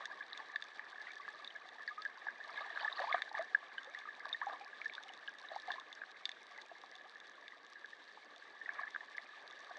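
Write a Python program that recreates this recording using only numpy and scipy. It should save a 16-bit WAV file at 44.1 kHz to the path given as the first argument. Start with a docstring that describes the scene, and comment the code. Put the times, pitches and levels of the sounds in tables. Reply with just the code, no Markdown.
"""Swimmers paddle just under the sea surface, heard through a camera's hollow, humming waterproof housing.
From the start, sharp ticks crackle, a few leaving a brief ring in the housing, and each stroke sheds a
cloud of air bubbles that swells and dies away: near ones ring as short blips, far ones merge into a wash.
The paddling is busiest around 3 s, and from there to nearly 6 s a few big air pockets tear loose and
bloop upward. The water then settles to calm bubbling until two last strokes, near 9 s and at the end."""
import sys
import numpy as np
from scipy import signal
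from scipy.fft import rfft, irfft
from scipy.io import wavfile

SR = 44100
rng = np.random.default_rng(int(sys.argv[2]) if len(sys.argv) > 2 else 0)


def dump(signal):
    """Clip the signal to [-1, 1] and save it as 16-bit WAV at the path in sys.argv[1]."""
    limited = np.clip(np.atleast_2d(signal).T, -1, 1)
    pcm = np.round(limited * 32767).astype(np.int16)
    wavfile.write(sys.argv[1], SR, pcm)


N = 431298

ONSET_S = 0.0006   # attack of a blip or a snap
RISE_HZ_PER_S, RISE_AT_HZ = 3000, 590   # pitch climb of a big bubble floating up, and that bubble's pitch


def from_db(db):
    return 10 ** (np.asarray(db) / 20)


def rms(x):
    return np.sqrt(np.mean(x ** 2) + 1e-20)


def add(out, s, sound):
    """Mix a sound in at s seconds."""
    i = int(np.clip(s * SR, 0, N - 1))
    out[i:i + len(sound)] += sound[:N - i]


def drift(rate):
    """A random wobble that takes a new direction rate times a second."""
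    knots = rng.standard_normal(2000)
    return np.interp(np.arange(N) / SR * rate, np.arange(len(knots)), knots)


def band(x, hz, octaves):
    """Band-pass reaching the given octaves either side of hz."""
    edges = [hz / 2 ** octaves, hz * 2 ** octaves]
    return signal.sosfilt(signal.butter(2, edges, "band", fs=SR, output="sos"), x)


def housing(x):
    """The case resonates, giving a hollow colour to whatever reaches the microphone."""
    # The case's peaks and one dip. Each row: centre in Hz, width in Hz, gain in dB.
    resonances = [(750, 202, 6.5), (1167, 134, 14), (1397, 425, -9), (1710.6, 139, 20), (2160, 330, 4),
                  (3566, 385, 14.5), (3920, 150, 6), (4564, 550, 11.5), (5520, 310, 5), (6080, 890, 6)]
    sections = []
    for hz, width, db in resonances:
        b, a = signal.iirpeak(hz, hz / width, SR)
        sections.append(np.r_[a + (from_db(db) - 1) * b, a])
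    return signal.sosfilt(sections, x + 1e-18)


def stirring():
    """Strokes swell over the calm bubbling: dB envelopes for big bubbles, small bubbles and fizz."""
    # Bubbling between strokes. Each row: time in seconds, level in dB.
    calm = [(0, -60), (1.6, -61.5), (3.8, -60), (5.2, -61.5), (6.8, -63.5), (8.2, -65.5), (9.0, -61.5),
            (9.78, -61)]
    # Swimming strokes. Each row: time of full strength in seconds, levels of big bubbles,
    # small bubbles and fizz in dB, build-up in seconds.
    strokes = [(-0.02, -58, -54.5, -63, .05), (0.369, -58, -61, -63.5, .04), (1.079, -69.5, -58, -69, .1),
               (2.268, -61, -62, -69, .06), (2.56, -55, -54.5, -59.5, .08), (2.8, -53.5, -52, -59, .2),
               (2.999, -50, -53, -56, .14), (3.12, -51, -50, -57, .05), (3.36, -54, -52, -61.5, .025),
               (4.26, -56, -57, -71.5, 0.0299), (4.49, -53, -57.5, -65, .04),
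               (5.51, -56.5, -62, -64.5, .015), (5.69, -54, -55, -61.5, .03), (8.791, -59, -55, -67.5, .14),
               (9.74, -62, -61.5, -70, .14)]
    hold_s, fade_s = .04, .045
    t = np.arange(N) / SR
    calm_db = np.interp(t, *np.transpose(calm))
    calm_fizz_db = -66.5 + .5 * (calm_db - calm_db.mean())
    power = from_db([calm_db - 2.5, calm_db, calm_fizz_db]) ** 2
    for s, *levels_db, build_s in strokes:
        before, after = (s - t) / build_s, (t - s - hold_s) / fade_s
        swell = np.exp(-np.clip(np.maximum(before, after), 0, 20))
        power += np.outer(from_db(levels_db), swell) ** 2
    return 10 * np.log10(power)


def wash(flicker_db, flicker_rate):
    """Far bubbles merge into restless noise, in four bands: murmur, big bubbles, small bubbles, fizz."""
    # Tone of the far water. Each row: frequency in Hz, relative spectral level in dB.
    spectrum = [(30, -38.5), (70, -31), (130, -19), (300, -3), (800, 4.5), (1400, -0.5), (2100, -6),
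                (2800, -8.5), (4500, -20.5), (8000, -22.5), (11000, -41.5)]
    crossovers_hz = (537, 1590, 2060, np.inf)
    hz = np.maximum(np.arange(N // 2 + 1) * SR / N, 1)
    points_hz, points_db = np.transpose(spectrum)
    remaining = from_db(np.interp(np.log(hz), np.log(points_hz), points_db)) ** 2
    bands = []
    for edge in crossovers_hz:
        power = remaining / (1 + (hz / edge) ** 10)
        remaining = remaining - power
        white = rfft(rng.standard_normal(N))
        noise = housing(irfft(white * np.sqrt(power), N))
        bands.append(noise / rms(noise) * from_db(flicker_db * drift(flicker_rate)))
    return bands


def far_gain(stir_db, follows=0.72):
    """The far water swells less than the water right by the camera."""
    calm_db = np.median(stir_db)
    return from_db(calm_db + follows * (stir_db - calm_db))


def blip(hz, t60, climb_hz_per_s):
    """One short ring: a damped sine whose pitch climbs, as a bubble's does when it floats up."""
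    t = np.arange(int(np.clip(t60, .004, .12) * SR)) / SR
    cycles = hz * t + climb_hz_per_s * t ** 2 / 2
    return np.sin(2 * np.pi * cycles) * from_db(-60 * t / t60) * (1 - np.exp(-t / ONSET_S))


def cloud(stir_db, low_hz, high_hz, count, cycles, spread_db, crowding):
    """Bubbles of one size class at random distances, bunching where the water is stirred; rms 1."""
    out = np.zeros(N)
    births = np.cumsum(from_db(stir_db * crowding))
    for when, pitch, near, damping, lift in rng.random((count, 5)):
        hz = low_hz * (high_hz / low_hz) ** pitch
        t60 = cycles / hz * 2 ** (2 * damping - 1)
        s = np.searchsorted(births, when * births[-1]) / SR
        add(out, s, from_db(spread_db * near ** 2) * blip(hz, t60, 2 * lift * RISE_HZ_PER_S))
    out = housing(out)
    return out / rms(out)


def crackle(per_s, spread_db, decay_s, hz, octaves):
    """Faint snaps of pressure, each smeared a little on its way through the water; rms 1."""
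    out = np.zeros(N)
    t = np.arange(SR // 100) / SR
    envelope = np.exp(-t / decay_s) * (1 - np.exp(-t / ONSET_S))
    draws = rng.random((4000, 2))
    for when, near in draws[:int(per_s * N / SR)]:
        snap = band(rng.choice([-1, 1], len(t)) * envelope, hz, octaves)
        add(out, when * N / SR, from_db(spread_db * near ** 3) * snap)
    out = housing(out)
    return out / rms(out)


def near_blips(gain_db):
    """Short, nearly steady blips: close bubbles, plus the housing's brief ring after a few sharp ticks."""
    # Each row: start in seconds, relative level in dB, pitch in Hz, time to fade 60 dB in seconds.
    blips = [(0.0072, -33, 920, 0.0045), (0.0549, -45, 1800, 0.014), (0.206, -54.5, 1660, 0.036),
             (0.331, -37, 3850, 0.0033), (0.4007, -45.5, 1820, 0.0072), (0.559, -35.5, 1760, 0.0098),
             (0.623, -44.5, 1730, 0.0081), (0.7943, -33, 1830, 0.0039), (1.003, -58.5, 1720, 0.053),
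             (1.1056, -52, 2260, 0.03), (1.1984, -54, 1130, 0.056), (1.2797, -30.5, 1230, 0.003),
             (1.2836, -53, 1696, 0.031), (1.397, -57, 1230, 0.033), (1.475, -49, 3740, 0.012),
             (1.505, -53, 3060, 0.022), (1.877, -44.5, 1880, 0.026), (1.877, -47, 4500, 0.0071),
             (1.8834, -53, 1673, 0.059), (1.9084, -54.5, 1197, 0.065), (1.979, -52, 1232, 0.14),
             (2.0197, -45, 4600, 0.0051), (2.0512, -38.5, 1710, 0.0089), (2.0584, -45, 1644, 0.027),
             (2.2676, -47.5, 1730, 0.017), (2.2682, -39, 856, 0.014), (2.2842, -40.5, 1585, 0.019),
             (2.402, -52.5, 1640, 0.018), (2.7738, -36.5, 1490, 0.011), (2.807, -50, 3020, 0.022),
             (2.8462, -43.0, 1713, 0.023), (2.8778, -44, 1765, 0.024), (2.926, -46.5, 3780, 0.012),
             (2.9932, -31, 1440, 0.0054), (3.0056, -42.5, 530, 0.13), (3.111, -38, 1170, 0.018),
             (3.126, -45.5, 3500, 0.012), (3.1262, -33.5, 2150, 0.017), (3.1435, -27.5, 688, 0.033),
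             (3.1461, -25.5, 1210, 0.006), (3.181, -34, 1400, 0.0064), (3.2201, -26, 1840, 0.0031),
             (3.314, -43.5, 830, 0.023), (3.3437, -42.5, 870, 0.03), (3.35, -44, 1890, 0.015),
             (3.3784, -43.5, 1184, 0.021), (3.3934, -35.5, 628, 0.092), (3.5471, -29.5, 1650, 0.018),
             (3.7802, -46, 1576, 0.037), (3.7817, -46.5, 3020, 0.027), (3.8724, -52, 500, 0.13),
             (3.9476, -48, 1895, 0.028), (4.0545, -49, 1270, 0.025), (4.074, -52.5, 1203, 0.038),
             (4.2553, -35.5, 1020, 0.0069), (4.328, -43, 3650, 0.02), (4.345, -46.5, 1840, 0.042),
             (4.415, -35.5, 1720, 0.007), (4.468, -39, 784, 0.079), (4.498, -35, 1440, 0.0049),
             (4.61, -52, 775, 0.12), (4.8161, -37, 2270, 0.0097), (4.857, -46.5, 1760, 0.038),
             (4.8972, -41, 2280, 0.011), (4.98, -45.5, 1500, 0.028), (5.091, -50, 2930, 0.02),
             (5.1, -54.5, 745, 0.071), (5.2768, -40.5, 2990, 0.0086), (5.2806, -50.5, 1620, 0.04),
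             (5.4865, -53, 3790, 0.0081), (5.5169, -43, 627, 0.046), (5.704, -37.0, 1630, 0.0092),
             (5.708, -46.5, 1040, 0.031), (5.781, -51, 1045, 0.059), (6.0173, -43, 1570, 0.011),
             (6.036, -43.5, 1470, 0.013), (6.2554, -38, 3080, 0.0068), (6.292, -40.5, 1920, 0.0063),
             (6.585, -51, 2020, 0.024), (6.7149, -45.5, 660, 0.033), (6.838, -38.5, 910, 0.0051),
             (7.156, -54.5, 1760, 0.014), (7.4802, -53, 2000, 0.011), (7.521, -54.5, 1950, 0.022),
             (7.8442, -48.5, 1660, 0.013), (7.9313, -55, 1820, 0.023), (8.173, -52.5, 860, 0.03),
             (8.6134, -56.5, 1785, 0.048), (8.659, -49, 1900, 0.031), (8.691, -36, 1670, 0.009),
             (8.7929, -41.5, 1083, 0.023), (8.8126, -47.5, 700, 0.038), (8.833, -47.5, 1690, 0.023),
             (8.878, -47.5, 1970, 0.014), (8.947, -44, 1550, 0.021), (8.961, -31, 1480, 0.0061),
             (9.0065, -53.5, 1805, 0.028), (9.1814, -36.5, 2000, 0.01), (9.7107, -47.5, 686, 0.032)]
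    out = np.zeros(N)
    for s, db, hz, t60 in blips:
        add(out, s, from_db(db + gain_db) * blip(hz, t60, RISE_HZ_PER_S * RISE_AT_HZ / hz))
    return housing(out)


def click(hz, octaves):
    """One band-limited jolt of pressure ringing in the housing; peak 1."""
    ring = housing(band(signal.unit_impulse(SR // 50), hz, octaves))
    return ring / np.abs(ring).max()


def scatter(x, wet_db, t60, first_s):
    """Add a quickly dying spray of echoes that begins first_s after the sound."""
    t = np.arange(SR // 8) / SR
    echoes = rng.standard_normal(len(t)) * from_db(-60 * t / t60) * (t > first_s)
    return x + from_db(wet_db) * signal.fftconvolve(x, echoes / np.linalg.norm(echoes))[:N]


def near_ticks(crack_db, knock_db, lag_s):
    """Sharp ticks: a bright crack and a lower knock bounce briefly between the housing's walls."""
    # Each row: time in seconds, relative level in dB, extra gain for the knock in dB.
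    ticks = [(0.0543, -41.5, -11), (0.3743, -46.5, -8), (0.5581, -58, 5), (0.622, -55.5, 3),
             (1.117, -53, -10), (1.445, -65.5, 11), (1.6877, -58, -3.5), (2.021, -57, -1), (3.2192, -51, 3),
             (3.8307, -54, -9), (3.8443, -54.5, -8), (3.9875, -52, -7.5), (4.935, -57.5, 0),
             (4.9503, -61.5, 8), (5.034, -50.5, -8), (5.135, -51, -10), (5.3842, -54, -8),
             (5.7166, -58.5, 7.5), (5.7973, -52.5, -6), (5.9267, -52.5, -3), (5.9503, -50, -20),
             (6.2536, -50.5, 10), (6.291, -46, -6.5), (6.315, -59, 3.5), (6.614, -51.5, -11.5),
             (6.9525, -54.5, -5), (7.2002, -55, -7), (7.4792, -63.5, 5.5), (8.36, -57.5, -8),
             (9.509, -57, -4)]
    out = np.zeros(N)
    crack, knock = click(hz=5630, octaves=0.26), click(hz=3120, octaves=0.48)
    for s, db, extra_db in ticks:
        add(out, s + lag_s, from_db(db + crack_db) * crack)
        add(out, s + lag_s, from_db(db + knock_db + extra_db) * knock)
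    return scatter(out, wet_db=-1, t60=0.0067, first_s=0.0006)


def bloops(gain_db):
    """Big air pockets tear loose and sweep steeply up in pitch."""
    # Each row: start in seconds, relative level in dB, starting pitch in Hz,
    # time to fade 60 dB in seconds, climb in Hz per second.
    pockets = [(2.853, -42, 846, 0.042, 7000.0), (2.9997, -36, 693, 0.049, 7000.0),
               (3.0403, -37, 830, 0.037, 7000.0), (3.0726, -46, 810, 0.24, 13800),
               (4.4157, -44.5, 847, 0.091, 24000), (5.5609, -37, 716, 0.032, 23800),
               (5.6838, -43.5, 618, 0.054, 24000.0)]
    out = np.zeros(N)
    for s, db, hz, t60, climb in pockets:
        add(out, s, from_db(db + gain_db) * blip(hz, t60, climb))
    return housing(out)


def scene():
    """The strokes drive wash and bubble clouds together; close blips, ticks and bloops ride on top."""
    big_db, small_db, fizz_db = stirring()
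    murmur, far_big, far_small, far_fizz = wash(flicker_db=2.0, flicker_rate=45)
    murmur *= from_db(-69.5 + 0.26 * (big_db - np.median(big_db)))
    far = far_gain(big_db) * far_big + far_gain(small_db) * far_small + far_gain(fizz_db) * far_fizz
    snaps = crackle(per_s=55, spread_db=14, decay_s=0.00035, hz=3630, octaves=0.91)
    snaps *= from_db(-70.5 + 0.2 * (fizz_db - np.median(fizz_db)))   # swells slightly with the fizz
    big = cloud(big_db, 561, 1350, count=520, cycles=32, spread_db=9.0, crowding=.8)
    small = cloud(small_db, 1296.5, 2500, count=850, cycles=36, spread_db=8.5, crowding=.75)
    fizz = cloud(fizz_db, 2440, 4900, count=1500, cycles=17, spread_db=10, crowding=1.5)
    clouds = from_db(big_db - 0.5) * big + from_db(small_db + 1.55) * small + from_db(fizz_db - 5) * fizz
    ticks = near_ticks(crack_db=5.5, knock_db=18.5, lag_s=0.001255)
    near = near_blips(gain_db=0.86) + ticks + bloops(gain_db=0.86)
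    water = far + snaps + clouds + scatter(near, wet_db=-17.0, t60=0.043, first_s=0.0026)
    # Slow pressure swings cancel this close under the surface, thinning the bass.
    low_cut = signal.butter(1, 343, "high", fs=SR, output="sos")
    return (signal.sosfilt(low_cut, water) + murmur)[None]


def record(dry):
    """A steep low-pass takes off the top."""
    cutoff_hz = 10900
    return signal.sosfilt(signal.ellip(10, .2, 70, cutoff_hz, fs=SR, output="sos"), dry)


dry = scene()
out = record(dry)
dump(out)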